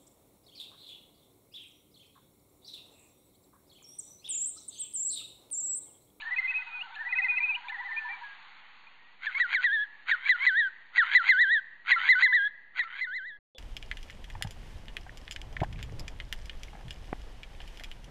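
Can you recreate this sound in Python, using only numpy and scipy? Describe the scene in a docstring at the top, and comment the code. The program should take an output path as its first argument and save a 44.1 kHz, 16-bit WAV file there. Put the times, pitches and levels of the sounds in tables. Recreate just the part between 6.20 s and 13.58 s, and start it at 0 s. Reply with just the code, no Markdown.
"""Wading birds on an estuary: five phrases in which a hoarse rasp breaks into clear, wavering whistles, the last
one weaker. A bubbling trill comes first, over a far throbbing warble and hiss. Whistles are gliding near-sines,
rasps are resonant noise chopped into puffs, the warble is narrow noise flipping between two notes; sparse echoes
stand for the flats. A dish microphone and a narrow-band recorder take it in, cut to silence; a faint tick ends it."""
import sys
import numpy as np
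from scipy import signal
from scipy.fft import rfft, irfft
from scipy.io import wavfile
from scipy.ndimage import uniform_filter1d

SR = 44100
rng = np.random.default_rng(int(sys.argv[2]) if len(sys.argv) > 2 else 0)


def transcribe(u):
    """Save the signal u as a 16-bit wav file named by the first command-line argument.

    u: samples, shape (n,) or (channels, n), limited to [-1, 1]; the rate is SR.
    q: integer samples, one column per channel.
    """
    v = np.clip(np.atleast_2d(u).T, -1, 1)
    q = np.round(v * 32767).astype(np.int16)
    wavfile.write(sys.argv[1], SR, q)


N = 325458

# Hiss colour before levelling: (frequency [Hz], relative density [dB per Hz])
HISS_COLOUR = [(380, -66), (650, -27.5), (859, -5), (1370, -7.5), (1530, -6), (2080, -4.5), (4350, -15.5),
               (5660, -42), (9570, -120)]
# Hiss over time: (time [s], level [dB])
HISS_LEVEL = [(0, -50.5), (1, -54.5), (2, -51), (2.401, -54.5), (2.95, -61), (3.099, -59.5), (4.602, -61.5),
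              (6.398, -68.5), (7.192, -90)]
# Low hiss colour before levelling: (frequency [Hz], relative density [dB per Hz])
LOW_HISS_COLOUR = [(100, -39), (170, -1.5), (400, -7), (700, -5), (1500, -13), (4500, -22)]
# Leak of the recorder's mirrored band: (frequency [Hz], gain [dB])
MIRROR_LEAK = [(6300, -8), (7200, -28.5), (7900, -55.5), (9000, -59), (10000, -81.5)]
# Faint tick at the end: (frequency [Hz], starting level [dB], decay by 60 dB [s])
TICK_TONES = [(522, -52, 0.15), (3460, -53, 0.26)]
# Far warble, about which each voice swings:
# (time [s], low voice [Hz], low level [dB], high voice [Hz], high level [dB])
FAR_WARBLE = [(0, 880, -56.5, 1429, -55.5), (.5, 843, -51.5, 1416, -49), (1.0, 865, -46.5, 1426, -47),
              (1.5, 897.4, -44, 1525, -52), (1.95, 892, -41, 1534, -49), (2.1, 860, -51, 1470, -73)]
# Echo tail over the flats: (frequency [Hz], decay by 60 dB [s])
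FLATS_DECAY = [(800, 0.46), (1400, 0.47), (1900, 1.24), (2500, 0.21), (4000, 0.64)]
# Quick rising chirp that opens each run of the trill: (time [s], level [dB])
PICKUPS = [(0, -62.5), (0.741, -62), (1.481, -62.5)]
# Short notes of the trill's lower voice, each an arch of pitch and level:
# (start [s], climb [s], drop [s], crest pitch [Hz], crest level [dB])
BUBBLES = [(0.018, 0.011, 0.018, 1750, -40.5), (0.05, 0.031, 0.021, 1855, -34.5),
           (0.105, .027, 0.016, 2020, -28.5), (0.181, 0.0098, 0.01, 2097, -24.5),
           (0.225, 0.03, 0.014, 2100, -29.5), (0.31, 0.0023, 0.023, 2055, -34.5),
           (0.418, 0.0035, 0.0098, 2053, -36.5), (0.758, 0.011, .014, 1740, -40.5),
           (0.784, 0.03, 0.043, 1840, -34.5), (.848, 0.027, 0.0098, 1990, -32.5),
           (.923, 0.0044, 0.019, 2046, -24.5), (0.983, 0.0026, .024, 2092, -22),
           (1.041, 0.0062, .026, 2094, -24.5), (1.178, 0.0015, 0.016, 2100, -27.5),
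           (1.354, 0.0022, .008, 2490, -32), (1.493, 0.0086, 0.011, 1790, -36),
           (1.517, 0.0089, 0.013, 2054, -38), (1.541, 0.0045, 0.024, 1913, -35),
           (1.58, 0.023, 0.033, 1980, -36), (1.637, 0.027, 0.028, 2020, -37),
           (1.714, 0.0087, .015, 2020, -35.5)]
# Short notes of the trill's upper voice, which climb and break off: (start [s], end [s], top [Hz], top level [dB])
FLIPS = [(0.16, 0.182, 2570, -29), (0.274, 0.311, 2590, -28), (0.887, 0.926, 2540, -36),
         (0.951, 0.986, 2585, -27.5), (1.015, 1.042, 2560, -28), (1.762, 1.79, 2480, -30)]
# Held notes of the trill and of far birds, a list of turning points each: (time [s], pitch [Hz], level [dB])
HELD_NOTES = [
    [(.338, 2483, -31.5), (.367, 2577, -27.5), (.4, 2484, -37.5), (.423, 2620, -44)],
    [(.445, 2510, -56), (.475, 2570, -42.5), (.497, 2466, -48.5), (.545, 2500, -38.5), (.597, 2448, -40.5),
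     (.622, 2900, -32.5)],
    [(1.082, 2455, -29), (1.102, 2478, -23.5), (1.146, 2443, -34.5), (1.18, 2580, -23.5)],
    [(1.202, 2410, -24), (1.216, 2364, -32.5), (1.242, 2550, -24), (1.272, 2420, -35.5), (1.3, 2583, -25.5),
     (1.332, 2354, -34.5), (1.357, 2970, -30.5)],
    [(1.685, 1783, -39.5), (1.74, 1806, -39.5), (1.87, 1746, -40), (1.912, 1950, -37.5)],
    [(1.887, 2340, -44), (1.931, 2360, -39), (1.955, 2285, -45)],
    [(2.032, 1668, -43), (2.136, 1633, -49.5)],
    [(2.667, 2430, -49.5), (2.684, 2460, -58)],
    [(2.79, 1870, -63.5), (2.95, 1980, -67.5)],
]
# Hoarse stretches where the whistle gives way:
# (start [s], end [s], start level [dB], middle level [dB], end level [dB])
RASPS = [(3.0, 3.065, -67, -40, -32.5), (3.099, 3.157, -43.5, -44.5, -41),
         (3.181, 3.198, -34, -36.5, -29.5), (3.265, 3.344, -48.5, -36, -26),
         (3.408, 3.439, -44.5, -38.5, -29), (3.864, 3.911, -49.5, -29.5, -26.5),
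         (3.95, 4.091, -42, -47.5, -25), (4.161, 4.264, -42.5, -41.5, -27),
         (4.735, 4.778, -53, -36.5, -23.5), (4.835, 4.948, -33.5, -35.5, -23.5),
         (5.024, 5.088, -40, -31.5, -21.5), (5.651, 5.714, -52, -30, -19.5),
         (5.784, 5.887, -33, -32, -25.5), (5.995, 6.021, -34, -31, -25.5), (6.541, 6.591, -62, -39, -27.5),
         (6.638, 6.646, -42, -44, -44), (6.676, 6.808, -48.5, -42.5, -38.5)]
# Partials of the two voices that clash in a rasp:
# (start [Hz], end [Hz], blur before scaling by length [Hz], relative level [dB])
THROAT_PARTIALS = [(1076, 1100, 740, -7.5), (1233, 1843, 450, 5.5), (1730, 2360, 780, 6.5),
                   (2870, 3400, 560, -2.5), (3180, 4100, 910, -8)]
# Crests and troughs of the phrases, one list a phrase, before scoops, accents and catches:
# (time [s], pitch [Hz], level [dB])
PHRASES = [
    [(3.067, 1787, -27.5), (3.102, 1470, -38), (3.213, 1990, -21), (3.262, 1408, -32.5), (3.342, 2384, -18),
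     (3.358, 1960, -25), (3.39, 1480, -31.5), (3.45, 1997, -20.5), (3.49, 1604, -29), (3.54, 1829, -25),
     (3.588, 1670, -29), (3.632, 1723, -28.5), (3.65, 1592, -43)],
    [(3.908, 1957, -20), (3.957, 1399, -28), (4.102, 2052, -17.5), (4.155, 1428, -31.5),
     (4.274, 2055, -17.5), (4.316, 1512, -29.5), (4.394, 1923, -21), (4.435, 1642, -27.5),
     (4.472, 1537, -29.5), (4.486, 1474, -38)],
    [(4.788, 1945, -17.5), (4.842, 1294, -24), (4.962, 2041, -14.5), (5.018, 1352, -30), (5.1, 2115, -15.5),
     (5.145, 1483, -26), (5.22, 1984, -18), (5.262, 1557, -27.5), (5.333, 1942, -21), (5.372, 1723, -24.5),
     (5.395, 1540, -32)],
    [(5.712, 2053, -15.5), (5.778, 1343, -27.5), (5.909, 2073, -15.5), (5.962, 1483, -25.5),
     (6.043, 2070, -17), (6.09, 1488, -26), (6.152, 1991, -19), (6.198, 1614, -27), (6.276, 1697, -27)],
    [(6.596, 1982, -24), (6.66, 1340, -43), (6.827, 2076, -29.5), (6.882, 1467, -38.5),
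     (6.968, 2063, -33.5), (7.008, 1522, -41.5), (7.08, 1995, -40.5), (7.125, 1685, -46),
     (7.168, 1666, -52.5)],
]
# The voice jumps to the overtone of a weak low tone:
# (start [s], end [s], start pitch [Hz], end pitch [Hz], start level [dB], end level [dB])
JUMPS = [(3.144, 3.18, 2044, 2270, -32, -28.5), (4.055, 4.07, 2146, 2330, -41.5, -25),
         (4.193, 4.244, 1936, 2300, -39, -25.5), (5.735, 5.76, 2213, 1960, -24, -29),
         (5.937, 5.951, 2034, 2010, -35, -25.5), (6.073, 6.123, 2052, 1980, -29, -27.5),
         (6.619, 6.641, 2166, 2060, -34, -42), (6.853, 6.869, 2093, 2010, -44.5, -44)]
# The voice catches while it falls: (time [s], level change [dB])
CATCHES = [(3.232, -6), (4.139, -5), (4.813, -3), (4.988, -11.5)]

LOW_HISS_DB = -72
THROBS_PER_S = 12.3
BAND_HZ, CLOCK_HZ, EDGE_HZ = 4700, 11025, 10300  # recorder band, converter clock, final edge
STOP_S, TICK_S = 7.189, 7.349  # cut to silence, then the tick
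# How far a bubble lies under its crest (share of pitch, dB) that long before and after it
CLIMB_S, CLIMB_SHARE, CLIMB_DB = 0.04, 0.07, -7.5
DROP_S, DROP_SHARE, DROP_DB = 0.029, 0.11, -10
FLIP_SHARE, FLIP_DB = 0.05, -5.5  # a flip starts this far under its top
RISE_LATE, FALL_LATE = 1.5, 0.9  # powers of time: a rise lingers low, a fall sets in a little early
ACCENT_DB, ACCENT_S = 1, 0.0028  # each phrase whistle starts hard
SCOOP_SHARE, SCOOP_S = 0.05, 0.008  # a whistle that starts on a rise scoops up from below
CATCH_S = 0.006


def gain_of(db):
    """Decibels to gain."""
    return 10 ** (np.asarray(db) / 20)


def evened(x):
    """Scales to rms 1."""
    return x / np.sqrt(np.mean(x ** 2) + 1e-20)


def read(points, hz):
    """Straight lines on a log-frequency axis."""
    f, value = np.transpose(points)
    return np.interp(np.log(hz + 1), np.log(f + 1), value)


def curves(rows, round_s):
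    """Start time and the columns at sample rate, with corners rounded."""
    s, *columns = np.transpose(rows)
    t = np.arange(s[0], s[-1], 1 / SR)
    size = 1 + round(round_s * SR)
    return s[0], [uniform_filter1d(np.interp(t, s, c), size, mode="nearest") for c in columns]


def add(mix, s, sound):
    """Mixes a sound in at s seconds."""
    part = mix[round(s * SR):][:len(sound)]
    part += sound[:len(part)]


def smooth_noise(n, hz):
    """Noise of rms 1, low-passed at hz."""
    noise = rng.standard_normal(n + 2000)
    return evened(signal.lfilter(*signal.butter(2, hz, fs=SR), noise)[2000:])


def resonate(x, hz, width):
    """Shifts hz down to zero, smooths, and shifts back: a resonance of gain 1."""
    turn = np.exp(2j * np.pi * np.cumsum(hz * np.ones(len(x))) / SR)
    r = np.exp(-np.pi * width / SR)
    return 2 * (turn * signal.lfilter([1 - r], [1, -r], x / turn)).real


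def resonate_twice(x, hz, width):
    """Two equal resonances in a row, for steeper skirts."""
    return resonate(resonate(x, hz, width), hz, width)


def hiss(spectrum, patchy_db):
    """Random short-time spectra with drifting patches, at rms 1."""
    hz = np.fft.rfftfreq(512, 1 / SR)
    a, b, patches = rng.standard_normal((N // 128 + 5, 257, 3)).T
    patches = evened(uniform_filter1d(uniform_filter1d(patches, 4, 0), 24, 1))
    z = (a + 1j * b) * gain_of(read(spectrum, hz)[:, None] + patchy_db * patches)
    return evened(signal.istft(z, nperseg=512, noverlap=384)[1][:N])


def background_hiss():
    """A hiss whose level drifts, over a steady, weaker low hiss."""
    s, level_db = np.transpose(HISS_LEVEL)
    level = gain_of(np.interp(np.arange(N) / SR, s, level_db))
    low = gain_of(LOW_HISS_DB) * hiss(LOW_HISS_COLOUR, patchy_db=0.5)
    return level * hiss(HISS_COLOUR, patchy_db=1.2) + low


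def tick():
    """Two faint, unsteady tones struck together after the silence, each dying exponentially."""
    t = np.maximum(np.arange(N) / SR - TICK_S, 0)
    wobble = 1 + 0.55 * smooth_noise(N, 164)
    tones = [gain_of(db - 60 * t / t60) * np.sin(2 * np.pi * hz * t) for hz, db, t60 in TICK_TONES]
    return wobble * sum(tones)


def warble():
    """Two far voices of narrow noise that flip together between an upper and a lower note."""
    s, (low_hz, low_db, high_hz, high_db) = curves(FAR_WARBLE, 0.081)
    cycles = THROBS_PER_S * np.arange(len(low_hz)) / SR + 0.033
    swing = np.tanh(3.9 * np.cos(2 * np.pi * cycles))
    out = np.zeros(N)
    # pitch, level, depth of the swing (share), blur in Hz, level swing in dB
    low_voice = (low_hz, low_db, 0.1, 45, 2.5)
    high_voice = (high_hz, high_db, 0.06, 60, 4.0)
    for hz, db, depth, width, upper_db in (low_voice, high_voice):
        air = rng.standard_normal(len(hz))
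        voice = evened(resonate_twice(air, hz * (1 + depth * swing), width))
        fade = 0.42 + 0.14 * swing ** 2  # weaker while it flips
        add(out, s, gain_of(db + upper_db * swing) * voice * fade)
    return out


def flats(x):
    """Sparse echoes of random sign from mud and water, each band dying at its own speed."""
    taps = np.zeros(2 * SR)
    at = np.arange(400, 2 * SR - 20, 20) + rng.integers(0, 20, (2 * SR - 401) // 20)
    taps[at] = rng.choice([-1., 1.], at.shape)
    hz, t, z = signal.stft(taps, SR, nperseg=256)
    t60 = np.maximum(read(FLATS_DECAY, hz), 0.1)[:, None]
    tail = signal.istft(z * gain_of(-60 * t / t60), SR, nperseg=256)[1]
    return signal.fftconvolve(x, tail / np.linalg.norm(tail))[:N]


def whistle(rows, overtones_db, rough, attack_s, half_db=-120):
    """A near sine that flutters; the beak favours overtones near 3.8 kHz; half_db is an octave below."""
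    end_s, end_hz, end_db = rows[-1]
    rows = [*rows, (end_s + 0.006, end_hz, end_db - 24)]  # each note dies in 6 ms
    s, (hz, level) = curves([(s, hz, gain_of(db)) for s, hz, db in rows], 0.011)
    n = len(hz)
    turn = 2 * np.pi * (np.cumsum(hz) / SR + rng.random())
    tone = np.sin(turn) + gain_of(half_db) * np.sin(turn / 2)
    for k, db in enumerate(overtones_db, 2):
        beak_db = -9.0 * np.clip((abs(k * hz - 3750) - 300) / 500, 0, 1.5) ** 2
        unsteady = 1 + 0.55 * smooth_noise(n, 140)
        tone += gain_of(db + beak_db) * np.sin(k * turn) * unsteady
    flutter = 1 + rough * smooth_noise(n, 120)
    i = np.arange(n)
    ends = np.clip(np.minimum(i / attack_s, i[::-1] / 0.002) / SR, 0, 1)
    return s, np.sqrt(2) * level * tone * flutter * np.sin(np.pi / 2 * ends) ** 2


def glide(points, t):
    """Rows at times t that ease from one turning point to the next."""
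    s, hz, db = np.transpose(points)
    k = np.clip(np.searchsorted(s, t) - 1, 0, len(s) - 2)
    late = np.where(hz[k + 1] > hz[k], RISE_LATE, FALL_LATE)
    u = np.clip((t - s[k]) / (s[k + 1] - s[k]), 0, 1) ** late
    ease = np.sin(np.pi / 2 * u) ** 2
    return np.transpose([t, hz[k] + ease * (hz[k + 1] - hz[k]), db[k] + ease * (db[k + 1] - db[k])])


def moments(start, end):
    """Times at most about 2 ms apart."""
    return np.linspace(start, end, 3 + round(abs(end - start) / 0.002))


def effort(voice):
    """Short-term loudness of a voice, which drives its breath."""
    return np.sqrt(abs(uniform_filter1d(voice ** 2, 1600)))


def beak_air():
    """Air hissing through the beak: band noise around 3.6 kHz, at rms 1."""
    band = signal.butter(5, (3150, 4150), "band", fs=SR, output="sos")
    return evened(signal.sosfilt(band, rng.standard_normal(N)))


def bubble(start, climb_s, drop_s, hz, db):
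    """A climb to the crest and a drop after it, cut to the length of the note."""
    crest = start + climb_s
    arch = [(crest - CLIMB_S, hz * (1 - CLIMB_SHARE), db + CLIMB_DB),
            (crest, hz, db),
            (crest + DROP_S, hz * (1 - DROP_SHARE), db + DROP_DB)]
    return glide(arch, moments(start, crest + drop_s))


def bubbling_trill():
    """Low bubbles, upper flips, held notes and opening chirps, with air under the notes."""
    trill = np.zeros(N)
    notes = [bubble(*row) for row in BUBBLES]
    notes += [[(start, hz * (1 - FLIP_SHARE), db + FLIP_DB), (end, hz, db)] for start, end, hz, db in FLIPS]
    notes += [glide(p, moments(p[0][0], p[-1][0])) for p in HELD_NOTES]
    for rows in notes:
        add(trill, *whistle(rows, (-33,), rough=0.06, attack_s=0.005))
    for s, db in PICKUPS:
        chirp = [(s, 1130, db - 4), (s + 0.013, 1270, db), (s + 0.019, 1480, db - 15)]
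        add(trill, *whistle(chirp, (38, 14), rough=0.4, attack_s=0.004))
    return trill + gain_of(-32) * effort(trill) * resonate_twice(beak_air(), 3950, 500)


def rasp(rows, linger_s=0.033, fade_db=22):
    """Two unsteady voices rise together, chopped into uneven puffs; hoarseness lingers into the next whistle."""
    start_s, start_db = rows[0]
    end_s, end_db = rows[-1]
    rows = [(start_s - 0.025, start_db - 14), *rows,
            (end_s + 0.001, end_db - 9), (end_s + linger_s, end_db - fade_db)]
    s, (level_db,) = curves(rows, 0.011)
    n = len(level_db)
    turns = np.cumsum(130 * gain_of(2.6 * smooth_noise(n, 60))) / SR  # about 130 puffs a second
    sizes = gain_of(2.3 * np.clip(rng.standard_normal(100), -2, 1.2))
    puffs = 0.6 + sizes[turns.astype(int) % 100] * np.sin(np.pi * (turns % 1) ** 0.6) ** 2
    rise, air, voices = np.linspace(0, 1, n), rng.standard_normal(n), np.zeros(n)
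    for start_hz, end_hz, blur, db in THROAT_PARTIALS:
        hz = start_hz + (end_hz - start_hz) * rise
        width = blur * (0.35 + 2.5 * np.exp(-n / SR / 0.055))  # short rasps are the harshest
        voices += gain_of(db) * evened(resonate_twice(air, hz, width))
    fades = signal.windows.tukey(n, min(0.059 * SR / n, 1))
    return s, gain_of(level_db) * evened(voices * puffs) * fades


def clear_parts(points):
    """The stretches of a phrase that rasps and jumps leave free, with scoops, accents and catches."""
    last_s = points[-1][0]
    breaks = sorted(row[:2] for row in RASPS + JUMPS if row[0] < last_s) + [(last_s, last_s)]
    free = points[0][0] - 0.01
    for start, end in breaks:
        if start - free > 0.012:  # shorter gaps stay without a whistle
            t, hz, db = glide(points, moments(free, start)).T
            scoop = (hz[1] > hz[0]) * SCOOP_SHARE * np.exp(-(t - free) / SCOOP_S)
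            catch_db = sum(depth_db * np.exp(-((t - s) / CATCH_S) ** 2) for s, depth_db in CATCHES)
            accent_db = ACCENT_DB * np.exp(-(t - free) / ACCENT_S)
            yield np.transpose([t, hz * (1 - scoop), db + catch_db + accent_db])
        free = max(free, end)


def whistled_phrases():
    """Clear whistles and voice jumps with air under them, and the rasps that break into them."""
    phrases = np.zeros(N)
    for points in PHRASES:
        for rows in clear_parts(points):
            add(phrases, *whistle(rows, (-19, -30), rough=0.03, attack_s=0.004))
    for start, end, start_hz, end_hz, start_db, end_db in JUMPS:
        rows = [(start, start_hz, start_db), (end, end_hz, end_db)]
        add(phrases, *whistle(rows, (-34,), rough=0.05, attack_s=0.006, half_db=-22))
    phrases += gain_of(-33) * effort(phrases) * beak_air()
    for start, end, start_db, middle_db, end_db in RASPS:
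        add(phrases, *rasp([(start, start_db), ((start + end) / 2, middle_db), (end, end_db)]))
    return phrases


def scene():
    """Trill, phrases and their echoes over warble and hiss."""
    trill, phrases = bubbling_trill(), whistled_phrases()
    echoes = flats(gain_of(-15) * trill + gain_of(-23) * phrases)
    birds = trill + phrases + echoes + warble()
    dish = signal.butter(6, 720, "high", fs=SR, output="sos")  # the dish passes no bass
    return (signal.sosfilt(dish, birds) + background_hiss())[None]


def record(dry):
    """Input offset shifting under loud notes, a slow converter clock whose mirrored band leaks, a cut, the tick."""
    t = np.arange(N) / SR
    loudness = np.sqrt(abs(uniform_filter1d(dry ** 2, 200)))
    shift = signal.sosfilt(signal.butter(3, 40, fs=SR, output="sos"), loudness)
    x = dry + 0.00146 + 0.03 * (shift - uniform_filter1d(shift, 3000))
    band = signal.firwin(601, BAND_HZ, window=("kaiser", 10), fs=SR)
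    x = signal.oaconvolve(x, band[None], "same")
    hz = np.fft.rfftfreq(N, 1 / SR)
    mirrored = rfft(2 * x * np.cos(2 * np.pi * CLOCK_HZ * t))
    leak = irfft(mirrored * gain_of(read(MIRROR_LEAK, hz)) * (hz < CLOCK_HZ), N)
    cut = np.clip((STOP_S - t) / 0.00094, 0, 1)
    x = (x + leak) * cut + tick()
    edge = signal.firwin(511, EDGE_HZ, window=("kaiser", 9), fs=SR)
    return signal.oaconvolve(x, edge[None], "same")


dry = scene()
out = record(dry)
transcribe(out)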